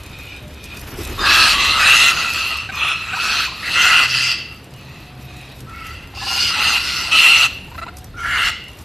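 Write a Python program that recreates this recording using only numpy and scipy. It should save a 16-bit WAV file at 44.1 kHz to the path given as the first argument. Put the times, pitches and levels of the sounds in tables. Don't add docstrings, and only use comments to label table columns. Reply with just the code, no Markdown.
import sys
import numpy as np
from scipy import signal
from scipy.fft import rfft, irfft, next_fast_len
from scipy.io import wavfile
from scipy.ndimage import uniform_filter1d

SR = 44100
rng = np.random.default_rng(int(sys.argv[2]) if len(sys.argv) > 2 else 0)


def magnitude_from_level(level_db):
    exponent = np.asarray(level_db, float) / 20
    return 10 ** exponent


def int16_out(signal):
    q = np.round(np.clip(np.atleast_2d(signal).T, -1, 1) * 32767)
    wavfile.write(sys.argv[1], SR, q.astype(np.int16))


N = 389844

# start_s, end_s, first_db, last_db, fourth_overtone_hz
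SCREAMS = [(-0.08, 0.403, -44.5, -42, 2512), (0.479, 0.795, -46, -41.5, 2490),
           (0.975, 1.204, -38.5, -46, 2540), (1.169, 1.289, -38, -22, 2623), (1.248, 1.557, -18, -17, 2650),
           (1.531, 1.814, -21, -24, 2713), (1.786, 2.128, -15, -13.5, 2660),
           (2.107, 2.319, -21, -30.5, 2623), (2.292, 2.682, -22, -39, 2674),
           (2.715, 2.949, -27, -22.5, 2563), (2.928, 3.175, -32.5, -31, 2603),
           (3.15, 3.479, -25, -27.5, 2603), (3.452, 3.771, -45.5, -25, 2660),
           (3.735, 4.07, -17.5, -17.5, 2701), (4.047, 4.349, -24, -25, 2717), (4.326, 4.58, -35, -61, 2735),
           (4.718, 5.12, -47, -52.5, 2600), (5.14, 5.55, -49.5, -49.5, 2542),
           (5.67, 6.09, -43.5, -52, 2677), (6.141, 6.518, -36, -25.5, 2816),
           (6.491, 6.792, -25.5, -18, 2692), (6.758, 7.123, -26, -33.5, 2739),
           (7.11, 7.475, -12, -13, 2711), (8.16, 8.51, -40, -19, 2860)]
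# windpipe_db, middle_db, beak_db, beak_hz, pitch_glide_share
VOICES = [(-12.5, -21, -5, 3780, -.06), (-13.5, -17, -3.5, 3700, .04), (-11, -19, 0, 3800, 0.0294),
          (6, -24, 3, 4100, .03), (-4.5, -15, -1.5, 4290, .01), (-1, -5.5, -1, 4040, .04),
          (-9, -11, -6, 4000, .07), (-2, -9, -4.5, 4300, -0.0395), (-6.5, -15, -7.5, 4350, .02),
          (-4.5, -15, -13, 3640, 0.058), (-4, -13, -10, 4100, -.04), (-3, -18, -2.5, 4300, -.01),
          (-1.5, -9, 0.5, 4200, 0.058), (-3.5, -5.5, -11.5, 4400, -.02), (-9, -11, -1.5, 4670, .02),
          (-2, -1, -11, 3900, 0.035), (-10.5, -10, -4, 4160, 0.077), (-10, -9, -3, 3900, -.04),
          (-6, -3.5, -12, 4640, .09), (-13.5, -39, 3, 4700, .005), (-6, -10, -4.5, 4220, .03),
          (-5.5, -13, 1, 4450, .03), (-11, -17.5, -9.5, 4240, .03), (1, 1, -11, 4460, -.07)]
# windpipe_first_hz, windpipe_last_hz, beak_glide_share, pitch_arch_share, swell_db
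MOVES = [(1300, 1430, -.04, -0.0506, -0.5), (1300, 1400, .02, 0.0303, 1.5), (1300, 1300, .03, .01, 1),
         (1250, 1230, .01, 0.014, 2.5), (1250, 1280, .02, 0.0099, 2.5), (1150, 1280, .01, 0.0102, 0.5),
         (1248, 1330, -.02, 0.0399, 3), (1305, 1360, -.02, .01, 2), (1318, 1250, -0.042, 0.0203, 5.5),
         (1123, 1370, -.02, 0.0306, 2.5), (1330, 1280, -.03, 0.0095, 2.5), (1350, 1370, -0.037, .01, 3),
         (1150, 1450, .03, -0.0203, 0.5), (1428, 1320, .07, 0.0097, 4.5), (1420, 1420, .06, 0.0103, 1.5),
         (1450, 1270, -.08, .02, 1.5), (1223, 1330, .01, 0.0395, 4), (1150, 1200, .01, -0.0202, 3.5),
         (1340, 1390, -.03, 0.0307, 10.5), (1350, 1440, .01, 0.0152, 4), (1300, 1350, .04, 0.0202, 2.5),
         (1398, 1390, .03, 0.0197, 2), (1278, 1350, .01, 0.0252, 2), (1432, 1390, -0.086, .01, 3.5)]
# frequency_hz, level_db
RASP = [(550, -22.5), (800, -8), (1500, -3), (3000, 1), (5000, -6.5), (7000, -12.5), (10000, -15.5),
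        (13500, -23.5)]
# frequency_hz, decay_60db_s
ECHO = [(500, 0.23), (1300, 0.36), (2700, 0.66), (5000, 0.51), (10000, 0.26)]
# frequency_hz, level_db
AIR = [(18, -22), (118, 2.5), (800, -15), (1640, -19), (4240, -22), (6290, -35.5), (12500, -34.5),
       (13500, -51)]
# time_s, strength_db
WIND = [
    (0.0, -38),
    (0.57, -41.5),
    (1.18, -31.5),
    (2.26, -41),
    (4.97, -45),
    (5.86, -39),
    (7.53, -42.5),
    (8.47, -35.5),
    (8.57, -46),
    (8.84, -40),
]
# time_s, pitch_hz, level_db
HUM = [
    (3.9, 127.3, -53),
    (4.1, 126.9, -31.5),
    (4.434, 131.4, -46),
    (4.588, 123.6, -45),
    (4.778, 133.0, -43.5),
    (5.65, 128.1, -37.5),
    (5.8, 137.5, -64),
]
# time_s, wing_beats_db
STIR = [(0, -38.5), (.6, -41), (.95, -29.5), (1.6, -27.5), (2.4, -34), (2.66, -49), (3.15, -50),
        (3.35, -34), (3.57, -41), (3.75, -30.5), (4.3, -44), (6.15, -43), (6.38, -34), (7.05, -38.5),
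        (7.3, -32.5), (7.5, -38), (8.2, -55), (8.84, -41.5)]
# start_s, length_s, level_db
SWISHES = [(.17, .12, -53), (.63, 0.055, -39), (.76, 0.13, -43), (.85, .14, -46), (0.952, 0.17, -41),
           (2.09, .1, -33), (2.282, 0.14, -34), (2.46, .08, -37), (5.36, .08, -52), (5.548, 0.11, -51),
           (5.84, .1, -47), (6.96, .14, -39), (7.467, 0.093, -45), (7.6, .1, -57), (7.74, .12, -48),
           (7.963, 0.068, -44), (8.783, .08, -49)]
# time_s, peak_db, ring_hz
CRACKS = [(0.017, -41, 3830), (0.034, -23, 4060), (0.0623, -26, 3710), (0.4798, -28, 3420),
          (0.6405, -18, 4470), (0.771, -20, 3450), (0.8744, -26, 3920), (1.05, -13, 3630),
          (1.074, -18, 3880), (2.572, -17, 9000), (2.7222, -30, 3460), (3.1722, -39, 4800),
          (3.2143, -28, 3300), (4.6433, -29, 4570), (4.738, -28, 4030), (5.367, -29, 3730),
          (5.6046, -23, 3850), (5.695, -29, 3520), (5.868, -22, 4500), (6.0372, -43, 3700),
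          (7.9695, -20, 6000), (7.985, -23, 8800), (8.043, -21, 8100), (8.6832, -26.5, 4400),
          (8.733, -32, 3500), (8.7894, -28, 7900)]
# time_s, peak_db
TICKS = [(0.0976, -36), (0.1879, -32), (0.2692, -33), (0.3645, -34), (0.4273, -38), (0.7436, -39),
         (0.7944, -28), (0.8144, -28), (0.9412, -29), (0.9904, -28), (1.0344, -20), (2.3359, -16),
         (2.4711, -21), (2.7575, -27), (2.8862, -24), (3.239, -23), (3.5781, -36), (4.5259, -40),
         (4.5449, -36), (4.7075, -41), (4.7629, -40), (4.8118, -40), (5.1026, -45), (5.178, -42),
         (5.2503, -44), (5.3416, -38), (5.4146, -35), (5.4903, -42), (5.5182, -39), (5.7502, -40),
         (5.7794, -38), (7.5484, -32), (7.7856, -40), (7.9412, -45), (8.0124, -42), (8.1872, -42),
         (8.2066, -37), (8.517, -37), (8.6406, -37), (8.717, -39), (8.7539, -46), (8.8127, -37)]
# start_s, end_s, level_db, resonance_hz, roughness_share
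OTHERS = [(5.65, 5.95, -39, 1330, .35), (0.4, .545, -47, 600, 0), (1.201, 1.51, -19.5, 1630, 0.7),
          (1.193, 1.31, -28, 4900, 0.04), (1.18, 1.3, -29, 3640, 0.1), (1.781, 1.978, -19, 1550, 0.98),
          (1.853, 2.068, -32, 6500, 0.58), (2.7, 2.943, -36, 1300, 0.7), (3.201, 3.48, -28, 1493, 0.87),
          (3.623, 3.707, -25.5, 1940, 0.82), (3.763, 3.864, -21, 3170, 0.7),
          (4.067, 4.341, -30.5, 5300, 0.76), (4.602, 4.803, -56, 710, .1), (5.011, 5.503, -51, 722, 0.14),
          (6.53, 6.787, -34, 850, 0.68), (7.113, 7.217, -16, 2980, 0.6), (7.02, 7.2, -39.5, 950, 0.94),
          (7.905, 8.077, -49.5, 730, .2), (8.22, 8.51, -24.5, 1700, 0.84),
          (6.247, 6.502, -34.5, 1394, 0.15), (8.165, 8.4, -49, 3200, .3), (8.17, 8.5, -28.5, 1390, 0.3),
          (5.72, 5.9, -44, 2200, 0.2), (4.73, 4.82, -51, 2900, .3), (0.26, .33, -45, 2900, .3),
          (1.42, 1.62, -26, 3200, 0.62), (3.3, 3.46, -31, 3200, .6), (6.2, 6.26, -36, 1700, .2),
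          (6.77, 7.06, -33, 5340, .95), (8.138, 8.19, -38, 1380, 0.4), (8.52, 8.72, -40, 2850, 0.44),
          (2.741, 3.067, -37.5, 4100, 0.3), (2.76, 2.946, -29.5, 3410, 0.82)]
# centre_s, peak_db
FLAPS = [
    (0.779, -36),
    (0.909, -35),
    (1.005, -22),
    (1.118, -25),
    (1.213, -23),
    (1.309, -24),
    (1.4, -25),
]
# start_s, peak_db, throat_hz, length_s, pitch_hz
CHATTER = [(2.465, -37, 1330, .02, 650), (2.505, -26, 1380, 0.031, 657), (2.688, -22.5, 1580, 0.023, 774),
           (3.129, -18, 1490, 0.023, 753), (3.167, -24, 950, 0.016, 960), (3.474, -28, 1130, 0.021, 1016),
           (3.516, -30, 1103, .016, 1060), (6.135, -35, 850, .012, 265), (6.168, -32, 950, .018, 265),
           (6.212, -27, 940, 0.035, 262.5), (6.262, -25, 930, 0.025, 262), (6.3, -25, 930, .034, 261),
           (6.354, -27.5, 900, .031, 264), (7.677, -38, 750, .016, 429), (7.713, -35, 1000, 0.019, 477),
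           (7.744, -32, 1150, .019, 520), (7.777, -24, 1350, 0.025, 644), (7.814, -23, 1240, 0.032, 651),
           (7.863, -28, 900, 0.013, 500), (7.877, -27, 1340, .02, 670)]
# resonance_hz, width_hz, level_db
MOUTH = [(2650, 1500, -9.5), (3850, 1200, -13), (7000, 3000, -24)]
# frequency_hz, level_db
PORTS = [(4000, -6), (6000, -2), (9000, -1.5), (13000, -8)]
# frequency_hz, kept_share
KEPT = [(4300, .3), (5500, .42), (7500, .25), (9500, .08), (12500, .1)]

ATTACK_S, RELEASE_S, EDGE_DB = 0.037, 0.026, -7.5
PIPE_HOLD, MIDDLE_HOLD = 0.51, 0.29
PIPE_STRAY = 0.02
BREAK_DB = 2.1
ROUGH, ROUGH_PER_DB = 0.68, 0.012
TREBLE_DB, TREBLE_PER_DB = 4, 0.09
SOFT_S_PER_DB = 0.005
ECHO_DB, ECHO_PER_DB, SMEAR_S_PER_DB = -18, 0.98, 0.007
CLEAR_WIDTH_HZ, ROUGH_WIDTH_HZ, WIDTH_SHARE = 37, 400, 0.035


def evened(x):
    return x / np.sqrt(np.mean(x ** 2) + 1e-20)


def read(points, hz):
    f, value = np.transpose(points)
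    return np.interp(np.log(hz + 1), np.log(f + 1), value)


def add(mix, s, sound):
    at = round(s * SR)
    part, rest = mix[max(at, 0):], sound[max(-at, 0):]
    part[:len(rest)] += rest[:len(part)]


def colour(x, *tables):
    size = next_fast_len(len(x) + 2048)
    hz = np.fft.rfftfreq(size, 1 / SR)
    gain = magnitude_from_level(sum(read(points, hz) for points in tables))
    return irfft(rfft(x, size) * gain, size)[:len(x)]


def wander(count, hz):
    b, a = signal.butter(2, hz, fs=SR)
    return evened(signal.lfilter(b, a, rng.standard_normal(count + 4000))[4000:])


def patchy(x, depth_db):
    z = signal.stft(x, nperseg=512)[2]
    patches = uniform_filter1d(rng.standard_normal(z.shape), size=5, axis=0)
    patches = evened(uniform_filter1d(patches, size=11, axis=1))
    return evened(signal.istft(z * magnitude_from_level(depth_db * patches), nperseg=512)[1][:len(x)])


def resonate(x, hz, width, out_hz=None):
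    turn = np.exp(2j * np.pi * np.cumsum(hz * np.ones(len(x))) / SR)
    r = np.exp(-np.pi * width / SR)
    swing = signal.lfilter([1], np.convolve([1, -r], [1, -r]), x / turn)
    if out_hz is not None:
        turn = np.exp(2j * np.pi * np.cumsum(out_hz) / SR)
    return evened((turn * swing / (abs(swing) + 1e-9) ** 0.35).real)


def syrinx(pitch_hz, rough):
    count, rough = len(pitch_hz), np.clip(rough, 0, 1)
    jitter = (0.014 + 0.035 * rough) * wander(count, 200) + 0.016 * wander(count, 25)
    turns = np.cumsum(pitch_hz * (1 + jitter)) / SR
    pulses = np.sin(33 * np.pi * turns) / (2 * np.sin(np.pi * turns) + 1e-9) - 0.5
    puffs = (0.14 + np.exp(-(turns % 1) / 0.88)) * rng.standard_normal(count)
    flap_phase = np.pi * np.cumsum(140 * (1 + 0.17 * wander(count, 40))) / SR
    flap = 1 - (0.5 + 0.5 * rough) * np.cos(flap_phase) ** 4
    return ((1 - rough) * evened(pulses) + rough * evened(puffs)) * flap


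def shape(row, voice, move):
    start, end, first_db, last_db, fourth_hz = row
    pipe_db, middle_db, beak_db, beak_hz, glide = voice
    pipe_first_hz, pipe_last_hz, beak_glide, pitch_arch, arch_db = move
    t = np.arange(0, end - start, 1 / SR)
    u = t / (end - start)
    arch = np.sin(np.pi * u)
    smear = SMEAR_S_PER_DB * abs(first_db + 15)
    opening = np.minimum(t / (ATTACK_S + smear), (t[-1] - t) / RELEASE_S)
    shut = 1 - np.minimum(opening, 1)
    throat_db = first_db + (last_db - first_db) * u + arch_db * arch + EDGE_DB * shut
    swell_db = throat_db - (first_db + last_db) / 2 - arch_db / 2
    fourth_hz = fourth_hz * (1 + glide * (u - 0.5) + pitch_arch * (arch - 2 / np.pi))
    pipe_hz = pipe_first_hz + (pipe_last_hz - pipe_first_hz) * u
    beak_hz = beak_hz * (1 + beak_glide * (u - 0.5))
    pipe_db = pipe_db - PIPE_HOLD * swell_db
    middle_db = middle_db - MIDDLE_HOLD * swell_db
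    return t, throat_db, fourth_hz, pipe_db, middle_db, beak_db, pipe_hz, beak_hz


def scream(course, rough):
    t, throat_db, fourth_hz, pipe_db, middle_db, beak_db, pipe_hz, beak_hz = course
    count = len(t)
    drive = syrinx(fourth_hz / 4, rough)
    pipe_hz = pipe_hz * (1 + PIPE_STRAY * wander(count, 12.01))
    tract = [(0, fourth_hz, 600, None),
             (pipe_db, fourth_hz / 2, 480, pipe_hz),
             (middle_db, fourth_hz * 3 / 4, 480, None),
             (beak_db, beak_hz, 750, None)]
    voice = np.zeros(count)
    for k, (db, *band) in enumerate(tract):
        level = magnitude_from_level(db + BREAK_DB * wander(count, 16.6))
        voice += (-1) ** k * level * resonate(drive, *band)
    loud = np.sqrt(magnitude_from_level(2 * (beak_db - 3)) + magnitude_from_level(2 * (pipe_db - 9)) + magnitude_from_level(-23))
    treble = [(4500, 0.004), (6000, TREBLE_DB + TREBLE_PER_DB * max(throat_db.max() + 22.5, -12))]
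    rasp = patchy(colour(drive + 0.9 * rng.standard_normal(count), RASP), 4)
    fade = np.sqrt(signal.windows.tukey(count, 0.024 / t[-1]))
    fade = fade * np.minimum(t / (SOFT_S_PER_DB * np.clip(-42 - throat_db[0], 0.1, 12)), 1)
    return magnitude_from_level(throat_db) * (voice + loud * colour(rasp, treble)) * fade


def fence(x):
    taps = np.zeros(SR)
    at = np.arange(400, SR - 20, 20)
    taps[at + rng.integers(0, 20, len(at))] = rng.choice([-1., 1.], len(at))
    hz, t, z = signal.stft(taps, SR, nperseg=256)
    decay = magnitude_from_level(-60 * t / read(ECHO, hz)[:, None])
    tail = signal.istft(z * decay, SR, nperseg=256)[1]
    return signal.fftconvolve(x, tail / np.linalg.norm(tail))[:N]


def still_air():
    return magnitude_from_level(-36 - 5) * patchy(colour(rng.standard_normal(N), AIR), 1.4)


def traffic():
    rumble_db = np.interp(np.arange(N) / SR, *np.transpose(WIND)) + 2.05
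    a, b = rng.standard_normal((2, N))
    rumble = evened(colour(a, [(30, -14), (65, 14.5), (110, 8.5), (220, -54)]))
    gusts = evened(colour(b, [(18, -30), (30, 8.0), (45, 18), (70, -54.0)]))
    return magnitude_from_level(rumble_db - 1.5) * rumble + magnitude_from_level(2.7 * (rumble_db + 36) - 47.5) * gusts


def stirring():
    stir_db = np.interp(np.arange(N) / SR, *np.transpose(STIR))
    a, b = rng.standard_normal((2, N))
    wings = evened(colour(a, [(120, -10.0), (250, -8), (360, -9.5), (480, -13.0), (1100, -14.5),
                              (3000, -18), (9000, -50)]))
    beats = np.cos(2 * np.pi * np.cumsum(11 * (1 + 0.3 * wander(N, 4))) / SR)
    wings *= magnitude_from_level(stir_db - 5.0 + 2.4 * beats)
    rustle = patchy(colour(b, [(2500, -21), (5000, 8.5), (8000, 3.5), (11000, 4.5), (12500, 6.5)]), 2.6)
    rustle_db = -51 + (stir_db + 41)
    brush = magnitude_from_level(rustle_db - 2.5 + 2.0 * wander(N, 8))
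    for s, length, db in SWISHES:
        u = np.linspace(0, 1, int(length * SR))
        add(brush, s, magnitude_from_level(db) * np.sin(np.pi * np.sqrt(u)) ** 2)
    return wings + rustle * brush * magnitude_from_level(2.3 * wander(N, 40))


def seeds():
    out, t = np.zeros(N), np.arange(1300) / SR
    snap_band = signal.butter(1, [3200, 14000], "band", fs=SR)
    snaps = signal.lfilter(*snap_band, rng.standard_normal((len(CRACKS), len(t))))
    for (s, db, hz), snap in zip(CRACKS, snaps):
        ring = 0.71 * np.sin(2 * np.pi * hz * t) * magnitude_from_level(-60 * t / 0.011)
        add(out, s, magnitude_from_level(db - 9.0) * (snap * magnitude_from_level(-60 * t / 0.029) + ring))
    tick_band = signal.butter(1, 2500, "high", fs=SR)
    ticks = signal.lfilter(*tick_band, rng.standard_normal((len(TICKS), len(t))))
    for (s, db), tick in zip(TICKS, ticks):
        add(out, s, magnitude_from_level(db - 60 * t / 0.0099) * tick)
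    flurry = rng.random(N) < 40 * magnitude_from_level(5.0 * wander(N, 8)) / SR
    small = magnitude_from_level(5.1 * np.minimum(rng.exponential(1, N), 4)) * flurry
    return out + magnitude_from_level(-51.0) * signal.oaconvolve(small, snaps[0] * magnitude_from_level(-60 * t / 0.0017))[:N]


def others():
    out = np.zeros(N)
    for start, end, db, hz, rough in OTHERS:
        width = CLEAR_WIDTH_HZ + ROUGH_WIDTH_HZ * rough + WIDTH_SHARE * hz
        count = int((end - start) * SR)
        pitch_hz = hz / max(round(hz / 680), 1)
        call = resonate(syrinx(np.full(count, pitch_hz), rough), hz, width)
        add(out, start, magnitude_from_level(db + 2.0 * wander(count, 29)) * call * signal.windows.tukey(count, 0.3))
    return out


def flaps():
    out, length = np.zeros(N), 0.085
    count = int(length * SR)
    for s, db in FLAPS:
        puff = resonate(rng.standard_normal(count), 350, 140)
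        add(out, s - length / 2, magnitude_from_level(db - 7) * puff * np.hanning(count))
    return out


def chatter():
    out = np.zeros(N)
    for s, db, throat_hz, length, pitch_hz in CHATTER:
        u = np.linspace(0, 1, int(max(length, 0.008) * SR))
        drive = syrinx(pitch_hz * (0.95 + 0.2 * u - 0.14 * u ** 2), 0.32)
        note = resonate(drive, throat_hz, min(740, 1.7 * pitch_hz))
        for hz, width, level_db in MOUTH + [(710, 200, -11.5)]:
            note = note - magnitude_from_level(level_db) * resonate(drive, hz, width)
        add(out, s, magnitude_from_level(db - 4) * note * np.sin(np.pi * u) ** 0.55)
    return out


def engine():
    t = np.arange(N) / SR
    s, hz, db = np.transpose(HUM)
    level = magnitude_from_level(np.interp(t, s, db, -90, -90) + 2.5)
    tone = np.sin(2 * np.pi * np.cumsum(np.interp(t, s, hz)) / SR)
    return level * tone * magnitude_from_level(3 * wander(N, 9) - 2)


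def scene():
    beaks, flock = chatter() + seeds(), others()
    near = beaks + flock
    echoed = magnitude_from_level(-15.0) * beaks + magnitude_from_level(-19) * flock
    for row, voice, move in zip(SCREAMS, VOICES, MOVES):
        call = scream(shape(row, voice, move), ROUGH + ROUGH_PER_DB * voice[0])
        echo_db = min(ECHO_DB - ECHO_PER_DB * (max(row[2:4]) + 10), -6.5)
        add(near, row[0], call)
        add(echoed, row[0], magnitude_from_level(echo_db) * call)
    yard = still_air() + traffic() + stirring() + engine()
    return np.tile(near + fence(echoed) + yard + flaps(), (2, 1))


def blocks(x, width_hz, share):
    hz, t, z = signal.stft(x, SR, window="cosine", nperseg=2048)
    band = (hz // width_hz).astype(int)
    chance = rng.random((band[-1] + 1, len(t)))[band]
    kept = chance < share((band + 0.5) * width_hz)[:, None]
    return signal.istft(z * kept, SR, window="cosine", nperseg=2048)[1][:N]


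def top_cut(x):
    return signal.sosfilt(signal.butter(12, 14250, fs=SR, output="sos"), x)


def record(dry):
    mid = 0.87 * np.tanh(dry[0] / 0.88)
    low_pass = signal.firwin(801, 13180, window=("kaiser", 10), fs=SR)
    mid = signal.oaconvolve(mid, low_pass, "same")
    mid = colour(mid, [(11000, 0), (12600, 5)])
    scatter = rng.standard_normal(3000) * magnitude_from_level(-60 * np.arange(3000) / 3000)
    side = colour(signal.oaconvolve(mid, scatter / np.linalg.norm(scatter))[:N], PORTS)
    side = blocks(side, 1035, lambda hz: read(KEPT, hz) * (hz > 4140))
    mid = blocks(mid, 170, lambda hz: 1 - np.clip((hz - 5000) / 22000, 0, 1))
    return top_cut(np.array([mid + side, mid - side]))


dry = scene()
out = record(dry)
int16_out(out)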